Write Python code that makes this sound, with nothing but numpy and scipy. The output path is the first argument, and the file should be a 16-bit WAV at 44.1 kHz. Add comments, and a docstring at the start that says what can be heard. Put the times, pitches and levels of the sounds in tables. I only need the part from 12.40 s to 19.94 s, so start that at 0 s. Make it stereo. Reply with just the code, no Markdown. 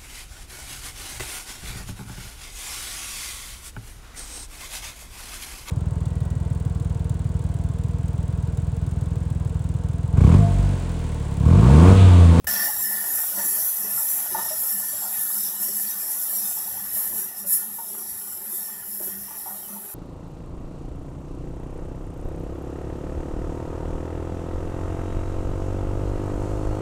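"""A small bathroom: a toilet tank refills, heard from beside the shut-off valve, after a tick and a low bump.
Cavitation in the valve seat gives a sputtering hiss, close to the left microphone; resonance rings the supply pipe.
In the tank the stream splashes as a crowd of ringing bubbles, gulps as big bubbles, and plunges with dull thuds.
The air under the lid resonates as a soft boom, over the shaped-noise rumble of the plumbing.
"""
import sys
import numpy as np
from scipy import signal
from scipy.fft import rfft, irfft, next_fast_len
from scipy.io import wavfile
from scipy.ndimage import uniform_filter1d, map_coordinates

SR = 44100
rng = np.random.default_rng(int(sys.argv[2]) if len(sys.argv) > 2 else 0)


def store_wav(level_fs):
    """Save 16-bit WAV to argv[1]."""
    pcm = np.round(np.clip(np.atleast_2d(level_fs), -1, 1) * 32767)
    wavfile.write(sys.argv[1], SR, pcm.T.astype(np.int16))


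N = 332592

# Mode widths are half-widths at -6 dB; spectra and modes give relative levels, later scaled to rms 1.
# Plumbing rumble spectrum: frequency_hz, density_db (per Hz)
RUMBLE_SPECTRUM = [(20, -26), (40, -6), (60, 0), (100, -1.5), (170, -3), (300, -14.5), (1000, -35.5)]
# Steady low layers: time_s, boom_db (before a 1 dB cut), rumble_db
LOW_LEVELS = [(0, -46, -44), (.7, -48, -50.5), (1.05, -48, -45.5), (1.3, -52, -54), (1.55, -49, -47),
              (1.75, -46, -51.5), (2.7, -45.5, -48.5), (3.1, -42, -57), (3.9, -47, -55.5), (4.4, -43, -48),
              (5.3, -42, -51.5), (6.1, -43.5, -54), (6.7, -42.5, -46), (7.54, -42.5, -55.5)]
STILL_DB = -4  # change of the rumble before the water runs
# Modes of the booming air space: centre_hz, width_hz, level_db
BOOM_MODES = [(202, 12, 0), (226, 10, -16), (175, 12, -17)]
# Modes of the glugging air space: centre_hz, width_hz, level_db
GLUG_MODES = [(314, 18, -6), (362.6, 10, 6), (404.7, 27.5, 1)]
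GLUG_START_DB, GLUG_GROWTH_DB_PER_S = -56.5, 1.2  # steady churning, stronger as the tank fills
# Heaving of the water in the tank: crest_s, glug_db, boom_db
SLOSHES = [(.11, -46, -30.5), (.22, -49, -36.5), (.46, -48, -37.5), (.58, -44, -39), (.71, -48, -54),
           (1.0, -44, -33), (1.14, -46, -44), (1.44, -46, -34), (1.98, -40.5, -37), (2.36, -69, -37.5),
           (2.96, -66, -42), (3.22, -50, -40), (4.02, -53, -39), (4.77, -41, -38), (5.04, -53, -34.5),
           (5.55, -40.5, -41), (6.67, -45, -37.5), (6.79, -55, -39.5), (7.33, -66, -32)]
SLOSH_RISE_S, SLOSH_FALL_S = 0.048, 0.074  # Gaussian scales before and after the crest
SLOSH_SPLASH_DB, SLOSH_RUMBLE_DB = -13, -17  # against the slosh's glug
# Air dragged under by the stream: start_s, pitch_hz, level_db
PLUNGES = [(0.965, 310, -34), (1.048, 309, -32), (1.145, 336, -38), (1.443, 410, -36), (1.916, 358, -30.5),
           (3.284, 392, -32), (4.734, 361, -32.5), (6.125, 365, -34.5), (6.602, 356, -28),
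           (6.674, 363, -31.5), (7.443, 410, -36)]
# Water closing over a plunge: frequency_hz, density_db (per Hz)
THUD_SPECTRUM = [(30, -15), (70, -7), (250, 0), (600, -6), (1500, -34), (4000, -70)]
# Big bubbles: start_s, pitch_hz, level_db (before a 1.5 dB lift of the bubble itself)
GULPS = [(0.282, 820, -22), (0.352, 813, -31), (0.51, 794, -30.5), (0.975, 580, -30), (0.99, 900, -26.5),
         (1.017, 800, -31), (1.57, 865, -34), (1.575, 1335, -28), (1.946, 883, -14.5), (1.955, 690, -26),
         (1.984, 888, -21), (1.99, 1170, -31), (2.055, 910, -30), (2.105, 612, -24), (2.139, 1310, -33),
         (2.233, 519, -32.5), (2.528, 597, -33), (2.62, 784, -26), (2.625, 680, -32), (2.635, 890, -33),
         (2.649, 752, -36), (2.65, 1330, -32), (2.902, 1205, -32.5), (4.169, 870, -29.5),
         (4.274, 870, -32.5), (4.37, 874, -34.5), (4.56, 648, -36), (4.59, 874, -35.5), (5.04, 564, -35.5),
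         (5.384, 903, -24), (6.6, 605, -33), (6.61, 896, -40), (6.66, 770, -42), (6.882, 936, -34),
         (6.908, 886, -32.5), (6.94, 1170, -41), (6.97, 950, -43), (7.058, 770, -25.5), (7.07, 897, -30.5),
         (7.105, 760, -29.5), (7.145, 698, -35), (7.2, 780, -39), (7.29, 544, -40), (7.31, 1180, -44),
         (7.325, 646, -41), (7.362, 880, -29.5)]
# Modes of the basin, rung by the splash: centre_hz, width_hz, level_db
BASIN_MODES = [(520, 25, -7), (625, 40, -2), (705, 18, -1), (775, 16, -2), (815, 14, -1), (868, 16, 2),
               (896, 14, 7), (1020, 50, -7), (1170, 30, -2), (1300, 35, -5), (1445, 18, 0)]
BASIN_RING_DB, BASIN_T60_S = -16, 0.31  # ring of the basin under a gulp, against level_db; its decay
# Splash spectrum: frequency_hz, density_db (per Hz)
SPLASH_SPECTRUM = [(160, -18.5), (280, -6.5), (356, -8), (448, -15), (570, -9.5), (860, -7.5), (980, -7),
                   (1410, 2), (1610, -0.5), (1790, -3), (2340, -2), (2910, -3.5), (4800, 0.5), (5400, 5),
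                   (6500, -29), (11000, -120)]
# Modes of the fill tube: centre_hz, width_hz, level_db
TUBE_MODES = [(1770.4, 15.7, 22), (1856, 36, 15), (1936, 20, 15.5), (2020, 20, 5.5), (1770, 134, 7)]
# Level of the fill tube's ring: time_s, level_db
TUBE_LEVEL = [(.08, -27), (.24, -27.5), (.39, -41.5), (.48, -31.5), (.6, -34.5), (.72, -40.5), (.8, -35),
              (.94, -52), (.99, -35), (1.26, -45), (2.0, -41), (2.3, -45.5), (3.65, -46), (4.15, -50.5),
              (4.45, -44), (4.83, -48.5), (5.0, -54), (5.11, -44.5), (5.45, -57), (6.55, -49.5),
              (6.69, -47.5), (6.85, -51.5), (7.1, -51.5), (7.54, -57.5)]
GURGLE_LOWEST_HZ, GURGLE_OCTAVES, GURGLE_DB = 519.5, 1.5, -8.5  # small bubbles: pitch range, mix level
DULL_HZ, DULL_DB_PER_S = 940, 0.02  # the splash slowly loses its treble as the water deepens
# Jet strength in the valve, before spurts: time_s, flow_db (against full flow)
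FLOW = [(.1, -3), (.25, -2.2), (.33, -4.5), (.45, -2), (.68, -4), (.78, -0.2), (.94, -4), (1.02, -1),
        (1.2, 0), (1.47, -5), (1.62, 0.5), (1.87, -4.5), (1.97, -3.5), (2.2, -2.5), (2.33, -0.9),
        (2.5, -4.5), (2.67, -4), (2.82, -2), (3.04, -2.5), (3.17, -8.5), (3.72, -5), (3.96, -1.3),
        (4.15, -3.5), (4.4, -8.5), (4.78, -6), (4.95, -14), (4.99, -7), (5.055, -13), (5.07, -5),
        (5.25, -7.5), (5.4, -12), (5.55, -9.5), (6.0, -11), (6.28, -9), (6.42, -14), (6.53, -10),
        (6.68, -8.5), (6.85, -13), (6.95, -11.5), (7.5, -14)]
# Spurts of the jet: start_s, rise_s, fall_s, gain_db
SPURTS = [(3.18, 0.05, 0.089, 8), (3.3, 0.071, 0.25, 6), (4.51, 0.066, 0.14, 7.5), (4.73, 0.069, 0.13, 4.5),
          (5.058, 0.083, 0.091, 11.5), (6.09, 0.068, 0.07, 5.5)]
# Water levels apart from the jet's swings: time_s, pipe_db, splash_db
BODY = [(.3, -31, -42.5), (1.3, -34, -41), (2.1, -32, -42.5), (3.5, -33, -44.5), (4.7, -35, -43.5),
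        (5.3, -38, -47.5), (6.2, -37.5, -47.5), (7.54, -39.5, -45.5)]
PIPE_FOLLOWS, SPLASH_FOLLOWS = 0.56, 0.15  # dB for each dB of flow
RUSH_END_S, RUSH_RELEASE_S = 0.25, 0.059  # the first rush through the empty pipe, and its 1/e ebb
RUSH_PIPE_DB, RUSH_SPLASH_DB = 5, 8  # what the rush adds
# Air pockets rattling through the pipe: middle_s, pipe_db
POCKETS = [(1.0, -32), (1.99, -32.5)]
POCKET_S, POCKET_SPLASH_DB = 0.062, -11  # Gaussian scale; splash against pipe ring
# Cavitation hiss spectrum: frequency_hz, density_db (per Hz)
HISS_SPECTRUM = [(3820, -83), (6400, -21.5), (6990, -13.5), (7500, -14), (8370, -15), (11200, 0.5),
                 (12500, -0.5), (13700, -12), (15000, -12.5), (15600, -16.5)]
HISS_DB = -18  # at full flow
# Whistles of the valve seat: centre_hz, width_hz, level_db
WHISTLE_MODES = [(10277, 9, 0), (10752, 11, 1), (10987, 14, -2), (11222, 40, -6), (11454, 14, 0),
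                 (12248, 18, -3), (12919, 40, -6), (13732, 18, -14), (13943, 16, -14), (14690, 14, -10),
                 (15251, 16, -13)]
# Settling of the jet: time_s, sizzle_db (finest fizz), spill_db (to the right microphone)
AIM = [(.08, 10.5, 1), (.7, 6.5, 2.5), (1.3, 6, -0.5), (2.1, 4, 0.5), (2.9, 4, -1.5), (3.3, 5.5, -4),
       (4.1, 5.5, -4), (4.6, 6, -1), (5.5, 4, -4.5), (6.2, 3.5, -7), (6.5, 7, -1), (7.54, 5.5, -3.5)]
# Modes of the supply pipe and valve body: centre_hz, width_hz, level_db
PIPE_MODES = [(2490, 50, -23), (2945, 30, -13.5), (3380, 60, -18), (3640, 50, -14), (3780, 55, -13),
              (3930, 35, -15), (4210, 75, -15), (4600, 50, -12), (4780, 30, -16), (5120, 45, -8),
              (5305, 45, 1), (5450, 70, -1), (5680, 110, -3.5), (6030, 120, -4.5), (6480, 110, -10),
              (6720, 110, -11), (7330, 70, -3), (7487, 20, 3), (7666, 19, 3), (7790, 60, -4)]
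# Acoustic shadow on the right microphone: frequency_hz, gain_db (against the left)
SHADOW = [(100, -1), (350, -5), (1050, 1.5), (1800, -4.5), (3000, -0.5), (5500, -12.5), (7700, -10.5),
          (8400, -12), (9200, -2.5), (10500, -20), (11300, -21.5), (12100, -37), (13000, -39),
          (15300, -7.5)]
# Likeness of the two microphones: frequency_hz, correlation (from -1 to 1)
CORRELATION = [(60, -0.88), (200, -0.91), (400, -0.8), (700, -0.42), (1800, -0.36), (3000, -0.12)]
BUMP_S, OPEN_S = 0.044, 0.069  # start of the bump, start of the water
TOP_HZ = 15750  # band limit


def amp(db):
    """Level law: decibels to amplitude gain."""
    return 10 ** (np.asarray(db) / 20)


def unit(x):
    """Normalisation to rms 1."""
    return x / np.sqrt(np.mean(x ** 2) + 1e-20)


def seconds():
    """Sampling: the time of every sample."""
    return np.arange(N) / SR


def along(points, hz):
    """Linear interpolation of (Hz, value) points on a log-frequency axis."""
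    f, v = np.transpose(points)
    return np.interp(np.log(hz + 1), np.log(f + 1), v)


def curves(rows):
    """Linear interpolation in time: one curve for each column after the time."""
    s, *columns = np.transpose(rows)
    return [np.interp(seconds(), s, column) for column in columns]


def wobble(rate):
    """Slow random modulation: a smooth curve through rate random knots a second."""
    knots = rng.standard_normal(int(N * rate / SR) + 4)
    return map_coordinates(knots, [np.arange(N) * rate / SR])


def noise():
    """White noise: two unrelated channels."""
    return rng.standard_normal((2, N))


def filtered(x, response):
    """Linear filtering: the spectrum times a response of frequency."""
    size = next_fast_len(N + SR // 2)
    return irfft(rfft(x, size) * response(np.fft.rfftfreq(size, 1 / SR)), size)[..., :N]


def coloured(x, spectrum):
    """Spectral shaping by (Hz, dB) points, at rms 1."""
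    return unit(filtered(x, lambda hz: amp(along(spectrum, hz))))


def resonant(x, modes):
    """Modal resonance: the powers of steep-skirted modes add, at rms 1."""
    def response(hz):
        power = 0
        for centre, width, db in modes:
            power = power + amp(db) ** 2 / (1 + ((hz - centre) / width) ** 2) ** 2
        return np.sqrt(power)
    return unit(filtered(x, response))


def steadied(x, share):
    """Envelope compression: a share of a narrow ring's random fading is evened out."""
    envelope = abs(signal.hilbert(x, next_fast_len(N))[..., :N])
    return unit(x / (envelope + 0.11) ** np.clip(share, 0, 1))


def restless(x, patchy_db, size, count):
    """Turbulent intermittency: random gain patches, size bins wide and count frames long."""
    z = signal.stft(x, nperseg=1024)[2]
    field = uniform_filter1d(rng.standard_normal(z.shape[1:]), size, 0)
    field = uniform_filter1d(field, count, 1)
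    return unit(signal.istft(z * amp(patchy_db * unit(field)), nperseg=1024)[1][:, :N])


def decays(starts, db, t60):
    """Exponential decay: a gain that jumps at each start and loses 60 dB in t60 seconds."""
    kicks = np.bincount((starts * SR).astype(int), amp(db), N)[:N]
    return signal.lfilter([1], [1, -amp(-60 / (t60 * SR))], kicks)


def echoes(x, t60, wet_db):
    """Reverberation at two places: the direct sound and a dense dying tail."""
    t = np.arange(int(SR * t60) + 2) / SR
    tail = rng.standard_normal((2, len(t))) * amp(-60 * t / t60)
    tail *= amp(wet_db) / np.linalg.norm(tail, axis=1, keepdims=True)
    tail[:, 0] += 1
    return signal.fftconvolve(np.atleast_2d(x), tail, axes=1)[:, :N] / np.hypot(1, amp(wet_db))


def alcove(pair, t60, wet_db):
    """Comb filtering: quick echoes between wall and porcelain carve narrow bands, at rms 1."""
    return unit(echoes(pair, t60, wet_db))


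def bubbles(starts, hz, gains, cycles, rise, size=3675):
    """Bubble resonance: damped sines with a soft start, climbing in pitch as the bubble nears the surface."""
    t = np.arange(size) / SR
    age = hz[:, None] * t / cycles  # in 1/e decay times
    climb = 1 + rise * np.minimum(age, 2) / 2
    envelope = np.exp(-age) * (1 - np.exp(-5 * age))
    ring = np.sin(2 * np.pi * cycles * age * climb) * envelope
    where = (starts * SR).astype(int)[:, None] + np.arange(size)
    return np.bincount(where.ravel(), (gains[:, None] * ring).ravel(), N)[:N]


def shaded(x):
    """Acoustic shadow: what reaches the right microphone."""
    return filtered(x, lambda hz: amp(along(SHADOW, hz)))


def microphones(pair):
    """Interchannel correlation: opposed in the bass, nearly unrelated in the treble, the right shaded."""
    def mid_side_gains(hz):
        turn = np.arccos(np.clip(along(CORRELATION, hz), -1, 1)) / 2
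        return np.array([np.sin(turn), np.cos(turn)])
    side, mid = filtered(pair, mid_side_gains)
    return np.array([mid + side, shaded(mid - side)])


def flow():
    """Varying jet strength in dB: a wandering fall with triangular spurts."""
    flow_db = curves(FLOW)[0]
    for start, rise, fall, db in SPURTS:
        flow_db = flow_db + np.interp(seconds(), [start, start + rise, start + rise + fall], [0, db, 0])
    return flow_db


def first_rush():
    """Transient flow: 1 while water shoots through the empty pipe, then an exponential ebb."""
    return np.exp(-np.maximum(seconds() - RUSH_END_S, 0) / RUSH_RELEASE_S)


def sloshing():
    """Surface heaving as gains of glug and boom: each slosh swells quickly and sinks more slowly."""
    t = seconds()
    gains = 0
    for crest, glug_db, boom_db in SLOSHES:
        scale = np.where(t < crest, SLOSH_RISE_S, SLOSH_FALL_S)
        gains = gains + amp([[glug_db], [boom_db]]) * np.exp(-((t - crest) / scale) ** 2)
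    return gains


def pockets():
    """Two-phase flow: the gain of air pockets passing through the pipe."""
    return sum(amp(db) * np.exp(-((seconds() - s) / POCKET_S) ** 2) for s, db in POCKETS)


def rumble(opened):
    """Broadband low noise of the plumbing: softer before the water runs, swelling with each slosh."""
    steady = amp(curves(LOW_LEVELS)[1] + 4.1 * wobble(16))
    gain = np.hypot(steady, amp(SLOSH_RUMBLE_DB) * sloshing()[0])
    return amp(STILL_DB * (1 - opened)) * gain * microphones(coloured(noise(), RUMBLE_SPECTRUM))


def bump(hz=75, swing_db=-31, swing_t60=0.3, tick_db=-28, tick_t60=0.042):
    """Damped impulse response: a tick and a short low swing, mostly on the left, just before the water."""
    t = np.maximum(seconds() - BUMP_S, 0)
    swing = -np.sin(2 * np.pi * hz * t) * amp(swing_db - 60 * t / swing_t60)
    tick = coloured(noise()[0], [(500, 4.0), (1500, -2), (5000, -19.0), (14000, 0)])
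    tick = tick * (t > 0) * amp(tick_db - 60 * t / tick_t60)
    return (swing + tick) * amp([[0], [-20]])


def tank():
    """Cavity resonance: the air under the lid booms and glugs, stronger during each slosh."""
    slosh_glug, slosh_boom = sloshing()
    boom_db = curves(LOW_LEVELS)[0] - 1 + 3.3 * wobble(14)
    glug_db = GLUG_START_DB + GLUG_GROWTH_DB_PER_S * seconds() + 1.6 * wobble(13)
    boom = steadied(resonant(noise(), BOOM_MODES), share=0.17) * np.hypot(amp(boom_db), slosh_boom)
    glug = steadied(resonant(noise(), GLUG_MODES), share=.3) * np.hypot(amp(glug_db), slosh_glug)
    return boom + glug


def plunges(cycles=8, rise=0.0091, thud_db=-7, thud_t60=0.18):
    """Air entrainment: each plunge gives a sharp-edged dull thud and a deep glug of trapped air."""
    starts, hz, db = np.transpose(PLUNGES)
    glugs = bubbles(starts, hz, amp(db), cycles, rise, size=6000)
    thuds = decays(starts, db + thud_db, thud_t60) * coloured(noise(), THUD_SPECTRUM)
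    return glugs + thuds


def gulps(count=8):
    """Bubble fragmentation: each big bubble rings the basin and trails smaller ones near its own pitch."""
    starts, hz, db = np.transpose(GULPS)
    big = bubbles(starts, hz, amp(db + 1.5), cycles=9.7, rise=0.021)
    delay, detune, size = rng.random((3, len(starts), count))
    trail_s = starts[:, None] + .11 * delay ** 2
    trail_hz = hz[:, None] * 1.4 ** (2 * detune - 1)
    trail_db = db[:, None] - 12 - 7 * delay - 6 * size
    small = bubbles(trail_s.ravel(), trail_hz.ravel(), amp(trail_db).ravel(), cycles=5.8, rise=0.063)
    basin = decays(starts, db + BASIN_RING_DB, BASIN_T60_S) * resonant(noise(), BASIN_MODES)
    return echoes(big + small, t60=.22, wet_db=-4) + basin


def gurgles(cycles=13, rise=.05, spread_db=12, count=420):
    """Bubble resonance with reverberation: small bubbles at random times ring on in the tank, at rms 1."""
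    when, pitch, strength = rng.random((3, count))
    hz = GURGLE_LOWEST_HZ * 2 ** (GURGLE_OCTAVES * pitch)
    blips = bubbles(when * N / SR, hz, amp(spread_db * strength ** 2), cycles, rise)
    return unit(echoes(blips, t60=.16, wet_db=4.0))


def fizz(count=4500):
    """Random superposition: a crowd of short-lived bubbles in each channel, at rms 1."""
    channels = []
    for _ in range(2):
        when, pitch, strength = rng.random((3, count))
        gains = amp(13 * strength ** 4)
        channels.append(bubbles(when * N / SR, 420 * 9 ** pitch, gains, cycles=3.5, rise=.08, size=1100))
    return unit(np.array(channels))


def stream():
    """Forced resonance: bubbles churning in a wash of noise ring the basin; noise rings the fill tube."""
    churn = amp(-6.0) * fizz() + coloured(noise(), [(300, 10.5), (5000, -7.0), (9000, -47)])
    wash = restless(coloured(churn, SPLASH_SPECTRUM), patchy_db=3.5, size=4, count=8)
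    wash = alcove(wash, t60=.07, wet_db=-4.5)
    splash = amp(-1.0) * wash + amp(-7) * resonant(churn, BASIN_MODES) + amp(GURGLE_DB) * gurgles()
    treble = filtered(splash, lambda hz: 1 - 1 / (1 + (hz / DULL_HZ) ** 4))
    splash = splash + (amp(-DULL_DB_PER_S * seconds()) - 1) * treble
    splash_db = curves(BODY)[1] + SPLASH_FOLLOWS * flow() + RUSH_SPLASH_DB * first_rush()
    splash_db = splash_db + 1.0 * wobble(12) + 0.59 * wobble(60)
    stirred = amp(SLOSH_SPLASH_DB) * sloshing()[0] + amp(POCKET_SPLASH_DB) * pockets()
    tube = restless(resonant(noise(), TUBE_MODES), patchy_db=3.5, size=2, count=12)
    tube = amp(curves(TUBE_LEVEL)[0] + 1.2 * wobble(16)) * tube
    return np.hypot(amp(splash_db), stirred) * splash + tube


def cavitation(rate, spread_db, smooth_db):
    """Cavitation: vapour pockets collapse as clicks of uneven size, rate a second, over the jet's smooth rush."""
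    struck = rng.random((2, N)) < rate / SR
    clicks = struck * np.sign(noise()) * amp(spread_db * rng.uniform(-0.83, 1, (2, N)))
    return unit(unit(clicks) + amp(smooth_db) * noise())


def valve_hiss(sputter, sizzle_db):
    """Cavitation noise: the sputtering jet whistles faintly in its seat, its finest fizz coming and going."""
    jet = coloured(cavitation(rate=4900, spread_db=2.0, smooth_db=12.0) * sputter, HISS_SPECTRUM)
    jet = restless(jet, patchy_db=1.6, size=5, count=15)
    hiss = alcove(jet, t60=.06, wet_db=-7) + amp(-9.5) * resonant(noise(), WHISTLE_MODES)
    sizzle = filtered(hiss, lambda hz: np.clip((hz - 12600) / 900, 0, 1))  # the smallest pockets
    hiss = hiss + (amp(sizzle_db + 0.78 * wobble(7)) - 1) * sizzle
    return amp(HISS_DB + flow() + 0.61 * wobble(17)) * hiss


def pipe_ring(sputter):
    """Structural resonance: sputtering noise excites the modes of the supply pipe and valve body."""
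    ring = restless(resonant(noise() * sputter, PIPE_MODES), patchy_db=4.5, size=4, count=10)
    ring = alcove(ring, t60=.09, wet_db=-9.5)
    pipe_db = curves(BODY)[0] + PIPE_FOLLOWS * flow() + RUSH_PIPE_DB * first_rush()
    return np.hypot(amp(pipe_db + 0.33 * wobble(8.2)), pockets()) * ring


def valve():
    """Near-field source: hiss and pipe ring share one sputter, direct on the left, shaded on the right."""
    sizzle_db, spill_db = curves(AIM)
    sputter = amp(0.69 * wobble(28) + 0.39 * wobble(170))
    hiss = valve_hiss(sputter, sizzle_db)
    pipe = pipe_ring(sputter)
    right = amp(spill_db + 2.1 * wobble(10.0)) * hiss[1] + pipe[1]
    return np.array([hiss[0] + pipe[0], shaded(right)])


def scene():
    """Superposition: rumble throughout, a bump, then the water layers fading in within 1.4 ms."""
    opened = np.clip((seconds() - OPEN_S) / 0.0014, 0, 1)
    in_tank = microphones(tank() + plunges() + gulps() + stream())
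    return rumble(opened) + bump() + opened * (in_tank + valve())


def record(dry):
    """Band limiting: nothing is kept from TOP_HZ upward."""
    return filtered(dry, lambda hz: hz < TOP_HZ)


dry = scene()
out = record(dry)
store_wav(out)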